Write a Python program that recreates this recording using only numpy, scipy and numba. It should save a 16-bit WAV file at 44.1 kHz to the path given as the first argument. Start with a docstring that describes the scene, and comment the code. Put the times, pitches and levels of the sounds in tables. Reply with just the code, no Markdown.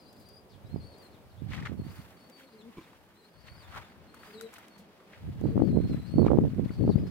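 """Wind buffets the two microphone ports of a hand-held phone in a village yard under a pigeon loft.
Low-passed noise and torn pressure pulses make the wind; resonant noise makes wings rustle and clap.
Young pigeons peep with swept sines and hoarse noise chirps, an adult coos softly on a pitch and its octave.
Damped sines knock a wooden perch once; flickering noise bands are the village hum and microphone hiss."""
import sys
import numpy as np
from scipy import signal
from scipy.io import wavfile
from scipy.ndimage import uniform_filter1d
from numba import njit

SR = 44100
rng = np.random.default_rng(int(sys.argv[2]) if len(sys.argv) > 2 else 0)


def persist_wave(psi):
    """Save psi, clipped to +-1, as 16-bit WAV."""
    counts = np.round(np.clip(psi, -1, 1) * 32767).astype(np.int16)
    wavfile.write(sys.argv[1], SR, np.atleast_2d(counts).T)


N = 313110  # samples, 7.1 s

# whistles of young pigeons, levels ahead of the loft walls:
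# (time [s], length [s], start [Hz], middle [Hz], end [Hz], level [dB])
PEEP_CALLS = [(0.0, 0.1, 5040, 4650, 4940, -67), (0.0, 0.1, 4170, 4170, 3950, -72),
              (0.1, 0.09, 4950, 4900, 4990, -72.5), (0.19, 0.05, 5050, 4880, 4740, -72),
              (0.259, 0.12, 4720, 4830, 4870, -64), (0.653, 0.096, 3820, 4100, 4300, -72),
              (0.756, 0.05, 5080, 4840, 4530, -71.5), (0.803, .07, 4260, 4420, 4610, -66),
              (0.806, 0.11, 4740, 4790, 4680, -74), (0.873, 0.086, 4520, 4380, 4260, -66.5),
              (0.973, 0.044, 4680, 4760, 4560, -66), (1.029, 0.034, 4260, 4260, 4150, -65.5),
              (1.782, 0.045, 4490, 4400, 4250, -69.5), (1.852, 0.016, 4500, 4540, 4630, -70),
              (2.17, 0.11, 4500, 4430, 4530, -72), (2.323, 0.05, 4680, 4590, 4610, -66.5),
              (2.389, 0.095, 4370, 4360, 4160, -71), (2.502, 0.053, 4680, 4790, 4730, -74),
              (2.587, 0.036, 4260, 4030, 3410, -66), (3.159, 0.042, 4030, 4070, 4270, -73),
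              (3.216, 0.039, 3980, 4030, 4260, -69), (3.22, 0.21, 4850, 4880, 5070, -81),
              (3.337, 0.05, 4520, 4380, 4310, -73.5), (3.381, 0.14, 4530, 4500, 4620, -72.5),
              (3.455, 0.044, 4250, 4200, 4410, -68), (3.5, 0.062, 4490, 4500, 4500, -67.5),
              (3.568, 0.046, 4980, 4840, 4560, -67), (3.619, 0.038, 4470, 3740, 3470, -64.5),
              (3.84, 0.02, 3400, 3580, 3500, -66), (4.083, 0.14, 4150, 4360, 4450, -69.5),
              (4.238, 0.11, 4660, 4830, 4800, -72), (4.341, 0.068, 4370, 3900, 3860, -61.5),
              (4.419, 0.044, 3900, 4080, 3900, -64), (4.708, 0.049, 4440, 4360, 4360, -69),
              (5.43, 0.095, 3940, 4040, 3940, -74.5), (5.621, 0.097, 4240, 4440, 3940, -69),
              (5.737, 0.12, 4086, 4175, 4140, -67), (5.867, 0.068, 4290, 4210, 4100, -64.5),
              (5.42, 0.1, 4520, 4600, 4520, -76.5), (5.944, 0.12, 4040, 4010, 4040, -66.5),
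              (6.08, 0.14, 4190, 4405, 4380, -63.5), (6.214, 0.038, 4500, 4160, 3770, -68),
              (6.716, 0.095, 4360, 4360, 4500, -71), (6.82, 0.12, 4410, 4380, 4590, -68.5),
              (6.96, 0.074, 4730, 5000, 4760, -72), (7.05, .06, 4170, 4200, 4250, -72)]


def undb(db):
    """Level definition: the amplitude gain of a level in dB."""
    return 10 ** (np.asarray(db) / 20)


def unit(x):
    """Normalization by the root mean square: scale to rms 1."""
    return x / np.sqrt(np.mean(x ** 2))


def curves(table):
    """Linear interpolation: columns of a table joined by straight lines, sample by sample."""
    s, *columns = np.transpose(table)
    return [np.interp(np.arange(N) / SR, s, column) for column in columns]


def sides(pan_db):
    """Power conservation: gains with left pan_db above right, for the power of unrelated ports."""
    left_power = undb(np.asarray(pan_db, float)) ** 2
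    ratio = np.array([left_power, left_power ** 0])
    return np.sqrt(2 * ratio / (1 + left_power))


@njit
def svf(x, hz, damp):
    """Second-order resonance: state-variable filter with a moving centre; returns low, band and high."""
    y = np.empty((3, len(x)))
    band_state, low_state = 0., 0.
    for i in range(len(x)):
        g = np.tan(np.pi * hz[i] / SR)
        v = (band_state + g * (x[i] - low_state)) / (1 + g * (g + damp))
        low = low_state + g * v
        band_state, low_state = 2 * v - band_state, 2 * low - low_state
        y[0, i], y[1, i], y[2, i] = low, damp * v, x[i] - damp * v - low
    return y


def band(x, hz, width_hz):
    """Fixed resonance, gain 1 at the centre."""
    b, a = signal.iirpeak(hz, hz / width_hz, fs=SR)
    return signal.lfilter(b, a, x)


def twice_band(x, hz, width_hz):
    """Cascaded resonance: two equal passes steepen the skirts; the width is that of each pass."""
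    return band(band(x, hz, width_hz), hz, width_hz)


def walk(rate):
    """Smoothed random process: levels held 1 / rate s and averaged twice; spread 1."""
    hold = int(SR / rate)
    steps = np.repeat(rng.standard_normal(N // hold + 1), hold)
    smooth = uniform_filter1d(uniform_filter1d(steps, hold), hold)[:N]
    return smooth / np.std(smooth)


def add(out, s, sound):
    """Linear superposition: mix a short sound in at time s."""
    i = max(int(s * SR), 0)
    n = max(min(sound.shape[1], N - i), 0)
    out[:, i:i + n] += sound[:, :n]


def buffeting(base_hz=290, octaves_per_db=0.05, burst_db=2.5, dips_per_s=70, dip_db=-7, dip_small=1.66):
    """Turbulence: eddies roll over each port alone and suck short dips; harder gusts make them smaller."""
    # wind on the ports ahead of their roll-off: (time [s], left level [dB], right level [dB])
    gust = [(0, -58, -62), (.55, -54, -48.5), (.68, -50, -43), (.76, -40, -35), (.85, -42.5, -48.5),
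            (1.0, -55.5, -56), (1.36, -51, -48), (1.43, -46, -31), (1.5, -41, -31.5), (1.55, -36.5, -38),
            (1.65, -41, -39.5), (1.72, -42.5, -28), (1.78, -39, -34.5), (1.87, -39.5, -35.5),
            (2.0, -44.5, -45), (2.15, -65, -52), (2.3, -70, -69), (2.95, -57.5, -64), (3.3, -63, -70),
            (3.4, -44.5, -73), (3.52, -45, -44.5), (3.79, -41.5, -56), (3.9, -59, -62), (4.02, -49, -57.5),
            (4.44, -62, -66), (5.1, -62.5, -67), (5.22, -40, -38.5), (5.29, -26.5, -28.5), (5.35, -38, -41),
            (5.41, -33, -25), (5.45, -29, -18.5), (5.54, -28, -33), (5.58, -17.5, -23), (5.62, -22, -26.5),
            (5.71, -21, -28.5), (5.8, -36, -17.5), (5.85, -22, -22), (5.88, -27, -35), (5.92, -23.5, -25.5),
            (5.99, -29.5, -39), (6.11, -29.5, -56), (6.15, -24.5, -25.5), (6.19, -29, -14),
            (6.24, -31, -16.5), (6.28, -23.5, -20), (6.36, -25.5, -19.5), (6.4, -22.5, -30),
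            (6.44, -21.5, -19), (6.5, -30.5, -30), (6.62, -32, -25.5), (6.66, -29, -31.5),
            (6.72, -32.5, -37), (6.78, -28, -30.5), (6.82, -17.5, -29), (6.86, -21, -24.5), (6.9, -15, -21),
            (6.96, -24.5, -27.5), (7.02, -28.5, -28), (7.1, -37.5, -31)]
    out = np.zeros((2, N))
    for port, gust_db in enumerate(curves(gust)):
        burst = burst_db * walk(30)
        strength_db = gust_db + 1.7 * burst + 24.0
        hz = np.clip(base_hz * 2 ** (octaves_per_db * strength_db), 135, 750)  # smaller is brighter
        roll = rng.standard_normal(N) / np.sqrt(hz)
        onsets = (rng.random(N) < dips_per_s / SR).astype(float)
        dips = -onsets * rng.exponential(1, N) / np.sqrt(hz)
        for damp in (1.2, 1.6, 1.6):  # air is smooth: both fall off steeply
            roll = svf(roll, hz, damp)[0]
            dips = svf(dips, dip_small * hz, damp)[0]
        air = unit(roll) + undb(dip_db) * unit(dips - dips.mean())
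        out[port] = unit(air * undb(burst)) * undb(gust_db)
    return out


def tearing(pan_db=32.5):
    """Vortex shedding: each strong eddy is a suction pulse, far louder at one port."""
    # strongest eddies: (time [s], nominal level [dB], nominal pitch [Hz], port)
    strong = [(0.7434, -16, 184, "right"), (0.761, -16.5, 324, "right"), (1.421, -20.5, 223, "right"),
              (1.496, -27, 200, "right"), (1.697, -20, 200, "right"), (1.72, -22, 393, "right"),
              (1.7982, -17.5, 210, "left"), (5.415, -17.5, 296, "right"), (5.44, -17, 376, "right"),
              (5.4564, -15.5, 358, "right"), (5.558, -10.5, 223, "left"), (5.5673, -9, 243, "left"),
              (5.6383, -8, 226, "left"), (5.5781, -9, 416, "right"), (5.595, -15, 403, "left"),
              (5.602, -14.5, 480, "right"), (5.6207, -4, 300, "left"), (5.755, -18, 330, "right"),
              (5.769, -10.5, 304, "right"), (5.8037, -10, 219, "right"), (5.8981, -15, 223, "left"),
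              (5.9457, -11.5, 203, "left"), (6.141, -13, 228, "right"), (6.16, -9, 148, "left"),
              (6.1842, -4.5, 330, "right"), (6.2304, -9.5, 383, "right"), (6.2486, -9, 390, "right"),
              (6.3058, -10.5, 500, "right"), (6.1962, -9, 305, "right"), (6.219, -7.5, 337, "right"),
              (6.2659, -4, 325, "right"), (6.3158, -7.5, 465, "right"), (6.3476, -12, 330, "right"),
              (6.374, -9.5, 337, "right"), (6.3871, -1.5, 317, "left"), (6.4189, -12, 188, "right"),
              (6.535, -16.5, 197, "left"), (6.588, -18.5, 280, "left"), (6.705, -16.5, 225, "left"),
              (6.6338, -14.5, 164, "right"), (6.6603, -12.5, 207, "left"), (6.8105, -7.5, 180, "left"),
              (6.84, -13.5, 337, "left"), (6.878, -9, 370, "right"), (6.8932, -12, 343, "left"),
              (6.9028, -12, 328, "left"), (6.9585, -3.5, 170, "left")]
    out = np.zeros((2, N))
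    for s, db, hz, port in strong:
        gains = sides(pan_db if port == "left" else -pan_db)[:, None] / np.sqrt(2)
        t = np.arange(-1.5 / hz, 1.2 / hz, 1 / SR)
        # one suction dip between two humps
        hump = np.cos(2 * np.pi * 0.8 * hz * t) * np.exp(-(2.03 * hz * t) ** 2)
        # the sharp bottom where the eddy tears off
        cusp = np.exp(-(7.0 * hz * t) ** 2)
        # the torn edge rasps
        rasp = band(rng.standard_normal(len(t)), 2.46 * hz, 0.95 * hz)
        tear = band(rasp, 2.42 * hz, 0.73 * hz) * np.exp(-(0.92 * hz * t) ** 2)
        sharpness = max(1 + db / 35, 0)  # sharper when strong
        pulse = 0.65 * hump + sharpness * (0.59 * cusp + 0.44 * tear)
        add(out, s + t[0], -undb(db) * gains * pulse)
    return out


def wind(port_hz=78.3):
    """High-pass filtering: the ports weaken the lowest part of buffets and torn eddies."""
    port = signal.butter(3, port_hz, "high", fs=SR, output="sos")
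    return signal.sosfilt(port, buffeting() + tearing())


def wings(scratch_db=1.5, own_db=2.0, wide=1.0, lag_s=.0001, swish_hz=6500, rise_over_fall=0.62):
    """Friction noise in resonances: feathers rustle and swish, roughened by quick scratches."""
    # broad feather resonances, lowest first: (centre [Hz], width [Hz], relative level [dB])
    feather = [(1036, 900, 2), (1950, 960, -2), (3000, 1960, -6.5)]
    # the steady stir of the loft: (time [s], rustle level [dB], swish level [dB])
    flock = [(0, -74, -71.5), (2.2, -66.5, -71), (3.9, -71, -74), (4.4, -62, -84), (5.0, -67.5, -73),
             (5.5, -60, -69), (7.1, -60.5, -68.5)]
    # wing strokes nearby: (peak time [s], fall time [s], rustle level [dB], swish level [dB],
    # lowest resonance relative to the rustle [dB])
    strokes = [(0.2, 0.052, -90, -65, -3), (1.03, 0.065, -62.5, -66, -1), (1.541, 0.051, -43.5, -64, -1.5),
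               (1.6, 0.061, -54, -72, 4.5), (1.66, 0.027, -47, -74, 6.5), (1.958, 0.18, -55.5, -61, 0.5),
               (2.4, 0.052, -54.5, -64.5, -7), (2.8, 0.25, -59.5, -70, 0), (3.474, 0.029, -50, -70, -5),
               (3.64, 0.31, -59, -68.5, 3.5), (3.766, 0.051, -45, -60.5, 2.5), (4.26, 0.18, -56, -62.5, 0),
               (4.56, 0.15, -54, -64.5, -2.5), (5.143, 0.06, -54.5, -74, -6),
               (5.939, 0.072, -55, -69, -0.5), (6.266, 0.018, -48.5, -78, 6)]
    t = np.arange(N) / SR
    rustle_gain, swish_gain = undb(curves(flock))
    low_gain = rustle_gain
    for s, spread, rustle_db, swish_db, low_db in strokes:
        stroke = np.exp(-np.abs(t - s) / (spread * np.where(t < s, rise_over_fall, 1)))
        rustle_gain = np.hypot(rustle_gain, undb(rustle_db) * stroke)
        low_gain = np.hypot(low_gain, undb(rustle_db + low_db) * stroke)
        swish_gain = np.hypot(swish_gain, undb(swish_db) * stroke)

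    scratch = undb(scratch_db * walk(160))  # shared by all resonances
    resonances = []
    for hz, width_hz, db in feather:
        own_scratch = undb(db + own_db * walk(120))
        # two passes of 1.53 times the width leave about the width itself
        noise = twice_band(rng.standard_normal((3, N)), hz, 1.53 * width_hz)
        resonances.append(own_scratch * noise)
    low, upper = resonances[0], sum(resonances[1:])
    near, left, right = low * low_gain / rustle_gain + upper
    late = np.roll(near, int(lag_s * SR))  # the shared part reaches the right port later
    rustle = np.array([near + wide * left, late + wide * right]) * scratch
    rustle /= np.std((low + upper)[0] * scratch) * np.hypot(1, wide)

    high = signal.butter(2, swish_hz, "high", fs=SR, output="sos")
    swish = unit(signal.sosfilt(high, rng.standard_normal((2, N))) * np.sqrt(scratch))
    return rustle_gain * rustle + swish_gain * sides(2.6)[:, None] * swish


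def claps(rise_s=0.00058, ring_s=0.003, width=0.43, tail_db=-18, tail_s=0.017):
    """Impulsive excitation: an air pocket puffs out between wings; dry feather snaps tick and hiss."""
    # wing tips meeting: (time [s], peak level [dB], pitch [Hz])
    meetings = [(1.52, -36, 2080), (1.5335, -31.5, 2000), (1.5773, -38, 1750), (1.59, -41.5, 1600),
                (1.624, -36, 1770), (1.653, -31, 1770), (1.6584, -32, 1690), (1.664, -44, 3170),
                (1.6695, -28.5, 1770), (2.407, -49.5, 1410), (2.9306, -45, 1040), (3.483, -40.5, 1900),
                (3.7413, -36, 1340), (3.748, -34.5, 1200), (3.759, -32.5, 1250), (3.765, -34, 1290),
                (3.785, -40, 1400), (4.1407, -43, 1250), (4.232, -40.5, 1490), (4.41, -37.5, 1480),
                (4.5354, -45.5, 1670), (4.5817, -40, 1260), (5.133, -42, 1950), (5.1458, -43, 1940),
                (6.28, -30.5, 1220), (6.692, -44, 2000), (6.706, -43.5, 1400), (6.985, -46, 1880)]
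    # thin bright ticks: (time [s], nominal level [dB], fade [ms])
    snaps = [(0.127, -55, 5.5), (0.2866, -50.5, 3), (0.981, -56, 4), (2.2975, -50, 2.3), (4.143, -51, 3.9),
             (4.4109, -31.5, 0.65), (4.527, -54, 14), (4.539, -41.5, 1.7), (4.5814, -51, 6.6),
             (4.682, -48, 1.2), (4.777, -56, 23), (5.41, -54, 3)]
    out, t = np.zeros((2, N)), np.arange(2600) / SR
    for s, db, hz in meetings:
        noise = rng.standard_normal((2, len(t)))
        puff = (noise[0] + 0.7 * noise) * (1 - np.exp(-t / rise_s)) * np.exp(-t / ring_s)
        pocket = twice_band(puff, hz, width * hz)
        add(out, s, undb(db) * pocket / np.abs(pocket).max())
    for s, db, fade_ms in snaps:
        noise = rng.standard_normal((2, len(t)))
        fade = np.exp(-1000 * t / fade_ms) + undb(tail_db) * np.exp(-t / tail_s)
        fade *= 1 - np.exp(-1000 * t / (0.27 * fade_ms))  # the longer, the softer it sets in
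        snap = band(0.23 * noise[0] + noise, 7000, 12400) * fade
        add(out, s, undb(db) * sides(1.7)[:, None] * snap)
    return out


def calls(rows, waver_hz, waver_rate, flutter_db, fade_s, swell_db):
    """Frequency modulation: sing rows of (s, length s, pitch path Hz, dB, octave dB) with soft ends."""
    waver = waver_hz * walk(waver_rate)
    flutter = undb(flutter_db * walk(waver_rate))
    out, t = np.zeros(N), np.arange(N) / SR
    for s, length, path_hz, db, octave_db in rows:
        span = slice(max(int((s - fade_s) * SR), 0), int((s + length + fade_s) * SR))
        u = np.clip((t[span] - s) / length, 0, 1)
        points = len(path_hz)
        path = np.polyfit(np.linspace(0, 1, points), path_hz, points - 1)
        phase = 2 * np.pi * np.cumsum(np.polyval(path, u) + waver[span]) / SR
        edge_s = np.minimum(t[span] - s, s + length - t[span])
        gate = np.clip(edge_s / fade_s + 1, 0, 1) * undb(swell_db * (u - .5))  # grows towards the end
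        tone = undb(db) * np.sin(phase) + undb(octave_db) * np.sin(2 * phase)
        out[span] += np.sqrt(2) * gate * flutter[span] * tone
    return out


def loft(x, loft_db=-3, loft_t60_s=0.21):
    """Reverberation: the loft walls smear a call, differently for each port."""
    t = np.arange(12000) / SR
    walls = rng.standard_normal((2, len(t))) * 1000 ** (-t / loft_t60_s)
    energy = np.sum(walls ** 2, axis=1, keepdims=True)
    walls = undb(loft_db) * walls / np.sqrt(energy)
    return x + signal.fftconvolve(x[None], walls, axes=1)[:, :N]


def scattered_chirps(count=40, chirp_db=-72, spread_s=0.13):
    """Random scatter: faint hoarse chirps at random delays after randomly picked peep starts."""
    pick, late, length, pitch, glide = rng.random((count, 5)).T
    starts = np.array([row[0] for row in PEEP_CALLS])
    s = starts[(pick * len(PEEP_CALLS)).astype(int)] + spread_s * late
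    from_hz = 4000 + 1000 * pitch
    to_hz = from_hz + 1100 * (glide - .65)
    return list(zip(s, 0.028 + 0.024 * length, from_hz, to_hz, np.full(count, chirp_db)))


def peeps(octave_db=-15, waver_hz=43.6, swell_db=2.5, pan_db=7.5):
    """Harmonic and noise sources: thin whistles with a weak octave, and hoarse chirps of gliding noise."""
    # hoarse chirps, levels ahead of the loft walls:
    # (time [s], length [s], start [Hz], end [Hz], level [dB])
    hoarse = [(0.492, 0.046, 5170, 3870, -65), (0.524, 0.038, 3880, 2940, -65),
              (1.108, 0.065, 4800, 3100, -69), (1.293, 0.023, 5100, 3700, -74),
              (1.31, .025, 3800, 4600, -71), (1.366, 0.051, 3230, 3800, -69),
              (1.879, 0.057, 4430, 5100, -65.5), (1.944, 0.047, 4900, 4030, -67),
              (1.987, 0.05, 4500, 4570, -67.5), (2.808, 0.051, 4470, 3200, -67),
              (5.63, 0.07, 4750, 4750, -71), (5.86, .07, 4700, 5200, -69),
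              (6.051, 0.054, 4500, 4700, -66.5), (6.48, .025, 4500, 4000, -70),
              (6.64, 0.028, 4450, 4450, -71), (6.705, 0.072, 4440, 4730, -63.5),
              (6.888, 0.059, 5160, 3170, -60.5), (7.064, 0.026, 5230, 4800, -62)]
    rows = [(s, length, path_hz, db, db + octave_db) for s, length, *path_hz, db in PEEP_CALLS]
    x = calls(rows, waver_hz, 120, 2.2, 0.011, swell_db)
    for s, length, from_hz, to_hz, db in hoarse + scattered_chirps():
        u = np.arange(0, 1, 1 / (length * SR))
        rasp = svf(rng.standard_normal(len(u)), from_hz + (to_hz - from_hz) * u, 0.057)[1]
        chirp = undb(db) * unit(rasp) * np.sin(np.pi * u)
        add(x[None], s, chirp[None])
    return sides(pan_db)[:, None] * loft(x)


def coos(waver_hz=3.6, swell_db=6, pan_db=5.4):
    """Acoustic filtering: the closed throat passes only the pitch and its octave."""
    # adult pigeon, levels ahead of the loft walls:
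    # (time [s], length [s], start [Hz], end [Hz], level [dB], octave level [dB])
    adult = [(2.248, 0.057, 276, 254, -75, -67), (2.377, 0.066, 273, 269, -66, -63.5),
             (2.539, 0.063, 221.3, 208.6, -67, -60), (2.634, 0.051, 220.4, 234.5, -53.5, -61.5),
             (4.145, 0.024, 239, 231.5, -61.5, -63), (4.29, 0.012, 224.5, 211, -61.5, -54),
             (4.352, 0.1, 216.7, 230, -59, -50), (5.41, 0.14, 223, 223, -63, -49.5)]
    rows = [(s, length, path_hz, db, octave_db) for s, length, *path_hz, db, octave_db in adult]
    return sides(pan_db)[:, None] * loft(calls(rows, waver_hz, 40, 2.9, 0.03, swell_db))


def knock(time_s=2.772, level_db=-38.5, bounces=((0, -5), (.011, 0), (.018, -4), (.04, -12)),
          rattle_db=-24, rattle_t60_s=1.0):
    """Modal decay: a landing foot strikes the perch and bounces (delay s, dB); the boards rattle on."""
    # modes of the wooden perch: (frequency [Hz], level [dB], t60 [s])
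    modes = [(216, -4, 0.3), (337, 3, 0.065), (1042, -5.5, 0.042), (2300, -15.5, 0.05)]
    out, t = np.zeros((2, N)), np.arange(9000) / SR
    ring = sum(undb(db) * np.sin(2 * np.pi * hz * t) * 1000 ** (-t / t60) for hz, db, t60 in modes)
    for delay, db in bounces:
        add(out, time_s + delay, undb(level_db + db) * np.array([ring, ring]))
    # noise around the upper modes
    rattle = unit(sum(band(rng.standard_normal(len(t)), hz, 0.4 * hz) for hz, _, _ in modes[2:]))
    rattle = rattle * 1000 ** (-t / rattle_t60_s)
    add(out, time_s, undb(level_db + rattle_db) * np.array([rattle, rattle]))
    return out


def yard(alike_hz=1300, treble_follow=.3):
    """Spatial coherence: half-octave bands flicker alone, bass alike at both ports; hiss hardly swells."""
    # spectrum of hum and hiss: (frequency [Hz], relative density [dB per Hz])
    spectrum = [(29, -42), (50, -19), (85, 28.5), (244, -0.5), (513, 0), (1310, -16), (1880, -20),
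                (4900, -25), (6850, -46), (8110, -49), (9820, -61), (15500, -49)]
    # the village hum swells and sinks; the mean sets the overall level: (time [s], level [dB])
    hum = [(0, -56.5), (.5, -58), (.95, -53.5), (1.3, -58), (2.0, -57.5), (3.2, -62.5), (3.95, -59),
           (4.4, -57), (5.0, -58), (7.1, -55)]
    out = 0
    f, level = np.transpose(spectrum)
    hum_db, = curves(hum)
    for hz in 140 * 2 ** np.arange(.5, 7, .5):
        mid, side = twice_band(rng.standard_normal((2, N)), hz, hz / 2)
        swell = np.clip(2500 / hz, treble_follow, 1) * (hum_db - hum_db.mean())
        flicker = np.clip(600 / hz, .6, 2.5) * walk(14)
        db = np.interp(np.log(hz), np.log(f), level) + swell + flicker
        opposite = side * np.array([[1], [-1]])
        out = out + undb(db) * (mid + min(hz / alike_hz, 1) * opposite)
    return unit(out) * undb(hum_db.mean())


def scene():
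    """Superposition: everything that reaches the two ports."""
    return wind() + wings() + claps() + peeps() + coos() + knock() + yard()


def record(dry, top_hz=15800):
    """Low-pass filtering: the phone cuts the top."""
    return signal.sosfilt(signal.ellip(10, .2, 70, top_hz, fs=SR, output="sos"), dry)


dry = scene()
out = record(dry)
persist_wave(out)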